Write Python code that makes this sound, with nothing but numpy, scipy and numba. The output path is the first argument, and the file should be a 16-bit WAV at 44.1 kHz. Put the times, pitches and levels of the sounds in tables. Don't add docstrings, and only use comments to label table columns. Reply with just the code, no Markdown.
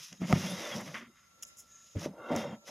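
import sys
import numpy as np
from scipy import signal
from scipy.fft import rfft, irfft
from scipy.io import wavfile
from scipy.ndimage import uniform_filter1d
from numba import njit

SR = 44100
rng = np.random.default_rng(int(sys.argv[2]) if len(sys.argv) > 2 else 0)


def put_to_file(sound):
    columns = np.atleast_2d(sound).T
    safe = np.clip(columns, -1, 1)
    whole_steps = np.round(safe * 32767)
    wavfile.write(sys.argv[1], SR, whole_steps.astype(np.int16))


N = 119070


def rubbing():
    # time in seconds, drumming in dB, lowest cloth mode in Hz,
    # upper modes in dB, scrape in dB, hiss in dB.
    rubs = [ (0.0, -57, 149.6, -70, -56, -45.5), (0.088, -83, 166, -87, -66, -53.5),
            (0.134, -49.5, 174.5, -63, -68, -60.5), (0.172, -70, 191, -73, -74, -65),
            (0.195, -60, 199.5, -84, -78, -74), (0.221, -30.5, 187, -43.5, -52, -56),
            (0.241, -33, 183.1, -48, -52, -63), (0.273, -50, 179, -60, -61, -51.5),
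            (0.308, -29.5, 224.2, -35.5, -43, -46), (0.35, -32.5, 163.1, -39.5, -43.5, -48.5),
            (0.402, -38.5, 181.8, -52.5, -49.5, -43.5), (0.442, -37, 191, -44.5, -46.5, -42),
            (0.574, -42, 191.5, -45.5, -50.5, -44.5), (0.654, -64, 272.1, -45, -44, -46.5),
            (0.762, -38, 199.6, -43, -48.5, -47), (0.818, -42, 214.6, -42, -48.5, -54.5),
            (0.842, -48.5, 198, -56, -62.5, -58), (0.874, -47, 168.7, -55.5, -52.5, -52),
            (0.94, -54, 176.2, -54.5, -60, -58), (0.945, -55, 231, -51, -39.5, -53.5),
            (1.027, -51.5, 241, -69, -51.5, -65.5), (1.061, -68, 230.4, -88, -63, -84),
            (1.111, -59, 233, -82.5, -75, -87), (1.17, -99, 190.5, -94, -67, -76),
            (1.38, -95, 177.9, -73.5, -75.5, -76), (1.94, -88.5, 159.2, -81.5, -76, -65),
            (1.952, -45, 163, -76, -89, -69), (1.97, -33.5, 155.1, -92, -54, -65),
            (2.018, -48, 169.7, -44, -54, -46.5), (2.056, -41, 217, -48, -45, -48),
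            (2.066, -42, 206, -37.5, -55, -54), (2.096, -41.5, 192.6, -66, -75, -74),
            (2.14, -64, 198, -54, -75, -89.5), (2.203, -58, 193.7, -50, -69.5, -89),
            (2.283, -77, 288, -45.5, -59.5, -68), (2.313, -32.5, 264.4, -33, -52, -61.5),
            (2.345, -31.5, 239, -35, -52.5, -59.5), (2.375, -36.5, 232.7, -35.5, -46.5, -48),
            (2.409, -36, 225.5, -36.5, -47.5, -51.5), (2.471, -37.5, 164.5, -41.5, -53, -70),
            (2.549, -47.5, 216, -52, -57, -82), (2.61, -70, 218, -69, -105, -94),
            (2.644, -80, 212, -58.5, -81, -71), (2.654, -84, 207.8, -73, -85, -64),
            (2.68, -53.5, 205.3, -49, -53, -50.5), (2.7, -53, 205.9, -50.5, -57, -54)]
    # frequency in Hz, density in dB.
    scrape_colour = [(410, -27), (700, -6), (846, -23), (901, -1.5), (1170, 6.5), (1280, 6), (1550, 4),
                     (2040, 9.5), (2550, 1), (3410, 0.5), (4290, -25), (4600, -3), (5980, -43)]
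    hiss_colour = [(2350, -2.5), (4000, -3), (4390, -9), (5100, 2), (6330, 1), (6950, -6), (8160, -17.5),
                   (8870, -16), (10000, -10), (15000, -20), (16000, -63.5)]
    push, grain = fibres(), fibres()
    pitch = track(rubs, 2, rest=180)
    note = unit(moving_band(push, pitch, width=16.3))
    body = unit(band(band(band(push, 210, 315), 210, 315), 210, 315))
    drum = undb(track(rubs, 1)) * unit(note + undb(-0.5) * body)
    upper = undb(track(rubs, 3)) * unit(band(band(cloth_modes(push), 430, 950), 455, 1147.4))
    scrape = undb(track(rubs, 4)) * colour(grain, scrape_colour)
    ring = thread_ring(grain)
    hiss = undb(track(rubs, 5)) * colour(fibres(), hiss_colour)
    return drum + upper + scrape + ring + hiss


def fibres(flicker_db=3):
    catches_per_s, spread_db, most_db, smooth_share = 2500, 3.5, 14.5, 0.47
    size_db = np.minimum(spread_db * rng.exponential(size=N), most_db)
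    catches = (rng.random(N) < catches_per_s / SR) * undb(size_db) * rng.choice([-1, 1], N)
    friction = np.sqrt(smooth_share) * rng.standard_normal(N) + np.sqrt(1 - smooth_share) * unit(catches)
    return friction * undb(flicker_db * walk(39.816))


def cloth_modes(push):
    # frequency in Hz, width in Hz, gain in dB.
    modes = [(322, 124, 5), (495.3, 89, 5.5), (573.6, 29, 7.5), (747, 19, -4), (898, 37, 0), (586, 230, -7)]
    return sum(undb(db) * band(push, hz, width) for hz, width, db in modes)


def thread_ring(grain):
    # frequency in Hz, width in Hz, relative level in dB.
    resonances = [(1142, 86, -13), (1385.7, 110, -4.5), (2060, 70, -9), (2760, 78, -8.5), (3210, 79, -13),
                  (3638, 170, -9.5), (5280, 160, -21.5)]
    # time in seconds, level in dB, tilt toward the treble in dB per octave.
    strength = [(.3, -84, -6.5), (.38, -55.5, 12), (.8, -66, -0.5), (.86, -73, -4), (2.12, -81.5, -7),
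                (2.19, -62.5, -14), (2.27, -48.5, -9.5), (2.35, -51, -5), (2.39, -49.5, 4.5),
                (2.48, -57, 13), (2.54, -61.5, 7.5), (2.58, -85, 3)]
    tilt, pivot_hz = track(strength, 2, rest=0), resonances[2][0]
    ring = 0
    for hz, width, db in resonances:
        gain = undb(db + 3 * walk(16) + tilt * np.log2(hz / pivot_hz))
        resonance = band(grain, hz * (1 + 0.014 * walk(8.8)), width)
        ring += gain * unit(band(resonance, hz, 3 * width))
    return undb(track(strength, 1)) * ring


def whistle():
    # time in seconds, pitch in Hz, level in dB.
    glide = [(.45, 3290, -60), (.478, 3370, -45), (.5, 3510, -48), (.53, 3565, -47), (.545, 3700, -68),
             (.58, 3870, -50), (.62, 3740, -57), (.658, 3540, -45), (.7, 3420, -64), (.73, 3310, -42),
             (.77, 3130, -62)]
    hz = track(glide, 1, rest=5300) * (1 + 0.00344 * walk(70))
    return undb(track(glide, 2) + 2 * walk(61.6)) * sine(hz)


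def knocks():
    # start in seconds, thump in dB, thump pitch in Hz, its t60 in seconds,
    # upper modes in dB, click in dB.
    hits = [(.121, -48, 156, 0.065, -69, -51), (0.218, -30, 230, 0.08, -54, -40),
            (0.229, -33, 172, 0.2, -47, -52), (.3, -48, 200, 0.045, -35, -46),
            (0.309, -25.5, 166, 0.16, -47, -57), (0.327, -67, 181, 0.065, -20.5, -9),
            (.334, -8, 153, 0.042, -50, -54), (0.344, -35.5, 94.9, 0.33, -59, -64),
            (0.357, -25.5, 161, 0.078, -59.5, -47.5), (1.954, -50, 320, 0.034, -38, -70),
            (1.959, -23.5, 93.6, 0.1, -33, -45), (2.06, -36, 467, 0.0615, -21.5, -52),
            (2.139, -67, 250, 0.046, -43, -58), (2.306, -43, 280, 0.17, -24.5, -59),
            (2.353, -58, 252, 0.078, -26, -24)]
    # frequency in Hz, relative level in dB, t60 in seconds.
    click_modes = [(739, 4, 0.022), (1283, 4, 0.013), (2011, 4, 0.0074), (2685, -21, 0.004),
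                   (4800, -10, 0.0061), (6760, -17.5, 0.011)]
    push_s, sharp, settle_s = 0.0015, 0.3, 0.0074
    out, t = np.zeros(N), np.arange(SR // 4) / SR
    upper = cloth_modes(np.sin(np.pi * np.clip(t / push_s, 0, 1)))
    click = sum(np.sin(2 * np.pi * hz * t) * undb(db - 60 * t / t60) for hz, db, t60 in click_modes)
    bent_time = t + sharp * settle_s * (1 - np.exp(-t / settle_s))
    for start, db, hz, t60, upper_db, click_db in hits:
        thump = np.sin(2 * np.pi * hz * bent_time) * undb(db - 60 * t / t60)
        hit = thump + undb(upper_db) * upper / abs(upper).max() + undb(click_db) * click / click.max()
        i = int(start * SR)
        out[i:i + len(t)] += hit[:N - i]
    return out


def rustles():
    # start, attack, hold and release t60 in seconds, level in dB, centre and width in Hz.
    bursts = [(0.1259, 0.0018, 0.00112, 0.016, -43.5, 3000, 3280),
              (0.357, .001, 0.0025, .02, -53.5, 2010, 2500), (0.491, 0.008, 0.019, .04, -51.5, 9800, 3060),
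              (0.805, 0.0022, .006, 0.042, -54.5, 9200, 12000),
              (1.4244, 0.00089, 0.01, 0.029, -42, 6460, 15800),
              (1.45, 0.0012, 0.0031, 0.014, -50, 6500, 2570),
              (1.456, 0.0182, 0.0091, 0.11, -56.5, 8400, 8000),
              (1.562, 0.03, 0.011, 0.097, -50, 8300, 9300),
              (1.9934, 0.0006, 0.00089, 0.014, -44.5, 5400, 5000),
              (2.317, .002, 0.00345, .03, -52.5, 2780, 2970),
              (2.361, 0.0016, 0.002, 0.0093, -36, 6740, 12200)]
    # frequency in Hz, density in dB.
    loop_colour = [(290, -36), (1300, -4), (2080, -22), (3040, -12), (4500, -32), (5280, -6), (5760, -11),
                   (7060, -4), (8290, -27), (10300, -12), (14200, -18), (16200, -18)]
    out, t = np.zeros(N), np.arange(N) / SR
    grain = colour(fibres(flicker_db=0), loop_colour)
    for start, attack, hold, t60, db, hz, width in bursts:
        rise = np.clip((t - start) / attack, 0, 1)
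        release_db = 60 * np.clip(t - start - attack - hold, 0, None) / t60
        out += rise * undb(db - release_db) * unit(band(band(grain, hz, width), hz, width))
    return out


def room():
    # frequency in Hz, density in dB.
    floor_colour = [(15, -42.5), (25, -1.5), (237, 0), (319, -12.5), (1020, -13.5), (1340, -5.5),
                    (1490, -26), (1850, -22), (4410, -19), (6450, -26.5), (8230, -20), (13000, -17.5),
                    (16200, -59.5)]
    # time in seconds, level in dB.
    tone_level = [(0, -100), (1.1, -72.5), (1.25, -68), (1.37, -64.5), (1.6, -71.5), (1.76, -62.5),
                  (1.9, -77.5), (2.6, -66), (2.7, -68)]
    hiss_level = [(0, -69), (1.1, -80), (1.2, -72.5), (1.3, -80.5), (1.5, -69.5), (1.65, -77),
                  (1.72, -66.5), (1.9, -68), (2.2, -78), (2.7, -76)]
    # centre in Hz, width in Hz, relative level in dB.
    hiss_bands = [(1737, 80, -12.5), (3794, 36, -9), (5104, 71, -7), (6356, 100, -3.5), (6726, 400, 2.5)]
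    floor_db, tone_hz = -72, 1353.5
    floor = undb(floor_db + 2.1 * walk(8)) * colour(rng.standard_normal(N), floor_colour)
    tone = undb(track(tone_level, 1) + 3.5 * walk(19)) * sine(tone_hz + 12 * walk(40))
    hiss = 0
    for hz, width, db in hiss_bands:
        gain = undb(db + 6.1 * walk(9.6))
        drifting = band(rng.standard_normal(N), hz * (1 + 0.0045 * walk(13)), width)
        hiss += gain * unit(band(drifting, hz, 2 * width))
    return floor + tone + undb(track(hiss_level, 1)) * hiss


def stereo_side(near):
    # frequency in Hz, density in dB.
    air_colour = [(18, -42), (30, -22), (241, -5.5), (827, -12.5), (1350, -5.5), (1530, -8), (4290, -13),
                  (6470, -8.5), (8370, -21.5), (14000, -23)]
    air_db, trace_db, delay_samples = -75.5, -53.5, 180
    air = undb(air_db + 9 * walk(10.47)) * colour(rng.standard_normal(N), air_colour)
    bright = near + 4 * band(near, 8930, 9000)
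    return air + undb(trace_db) * np.roll(bright, delay_samples)


def undb(db):
    return 10 ** (np.asarray(db) / 20)


def unit(x):
    return x / np.sqrt(np.mean(x ** 2))


def sine(hz):
    return np.sin(2 * np.pi * np.cumsum(hz) / SR)


def track(rows, col, rest=-120):
    rows = np.array(rows, float)
    return np.interp(np.arange(N) / SR, rows[:, 0], rows[:, col], left=rest, right=rest)


def colour(x, points):
    hz, db = np.array(points, float).T
    bin_hz = np.arange(N // 2 + 1) * SR / N
    curve_db = np.interp(np.log(bin_hz + 1), np.log(hz), db, left=-90)
    return unit(irfft(rfft(x) * undb(curve_db), N))


@njit
def moving_band(x, hz, width):
    y, mid, low = np.empty(len(x)), 0., 0.
    for i in range(len(x)):
        g, damping = np.tan(np.pi * hz[i] / SR), width / hz[i]
        v = (mid + g * (x[i] - low)) / (1 + g * (g + damping))
        mid, low = 2 * v - mid, low + 2 * g * v
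        y[i] = damping * v
    return y


def band(x, hz, width):
    return moving_band(x, hz * np.ones(len(x)), float(width))


def walk(rate):
    hold = int(SR / rate)
    steps = np.repeat(rng.standard_normal(N // hold + 1), hold)
    return 0.83 * uniform_filter1d(uniform_filter1d(steps, hold), hold)[:N]


def scene():
    near = rubbing() + whistle() + knocks() + rustles()
    centre = near + room()
    side = stereo_side(near)
    return np.array([centre + side, centre - side])


def record(dry):
    low_hz, top_hz = 54.8, 16000
    thin = signal.sosfilt(signal.butter(2, low_hz, "high", fs=SR, output="sos"), dry)
    return signal.sosfilt(signal.ellip(10, .2, 80, top_hz, fs=SR, output="sos"), thin)


dry = scene()
out = record(dry)
put_to_file(out)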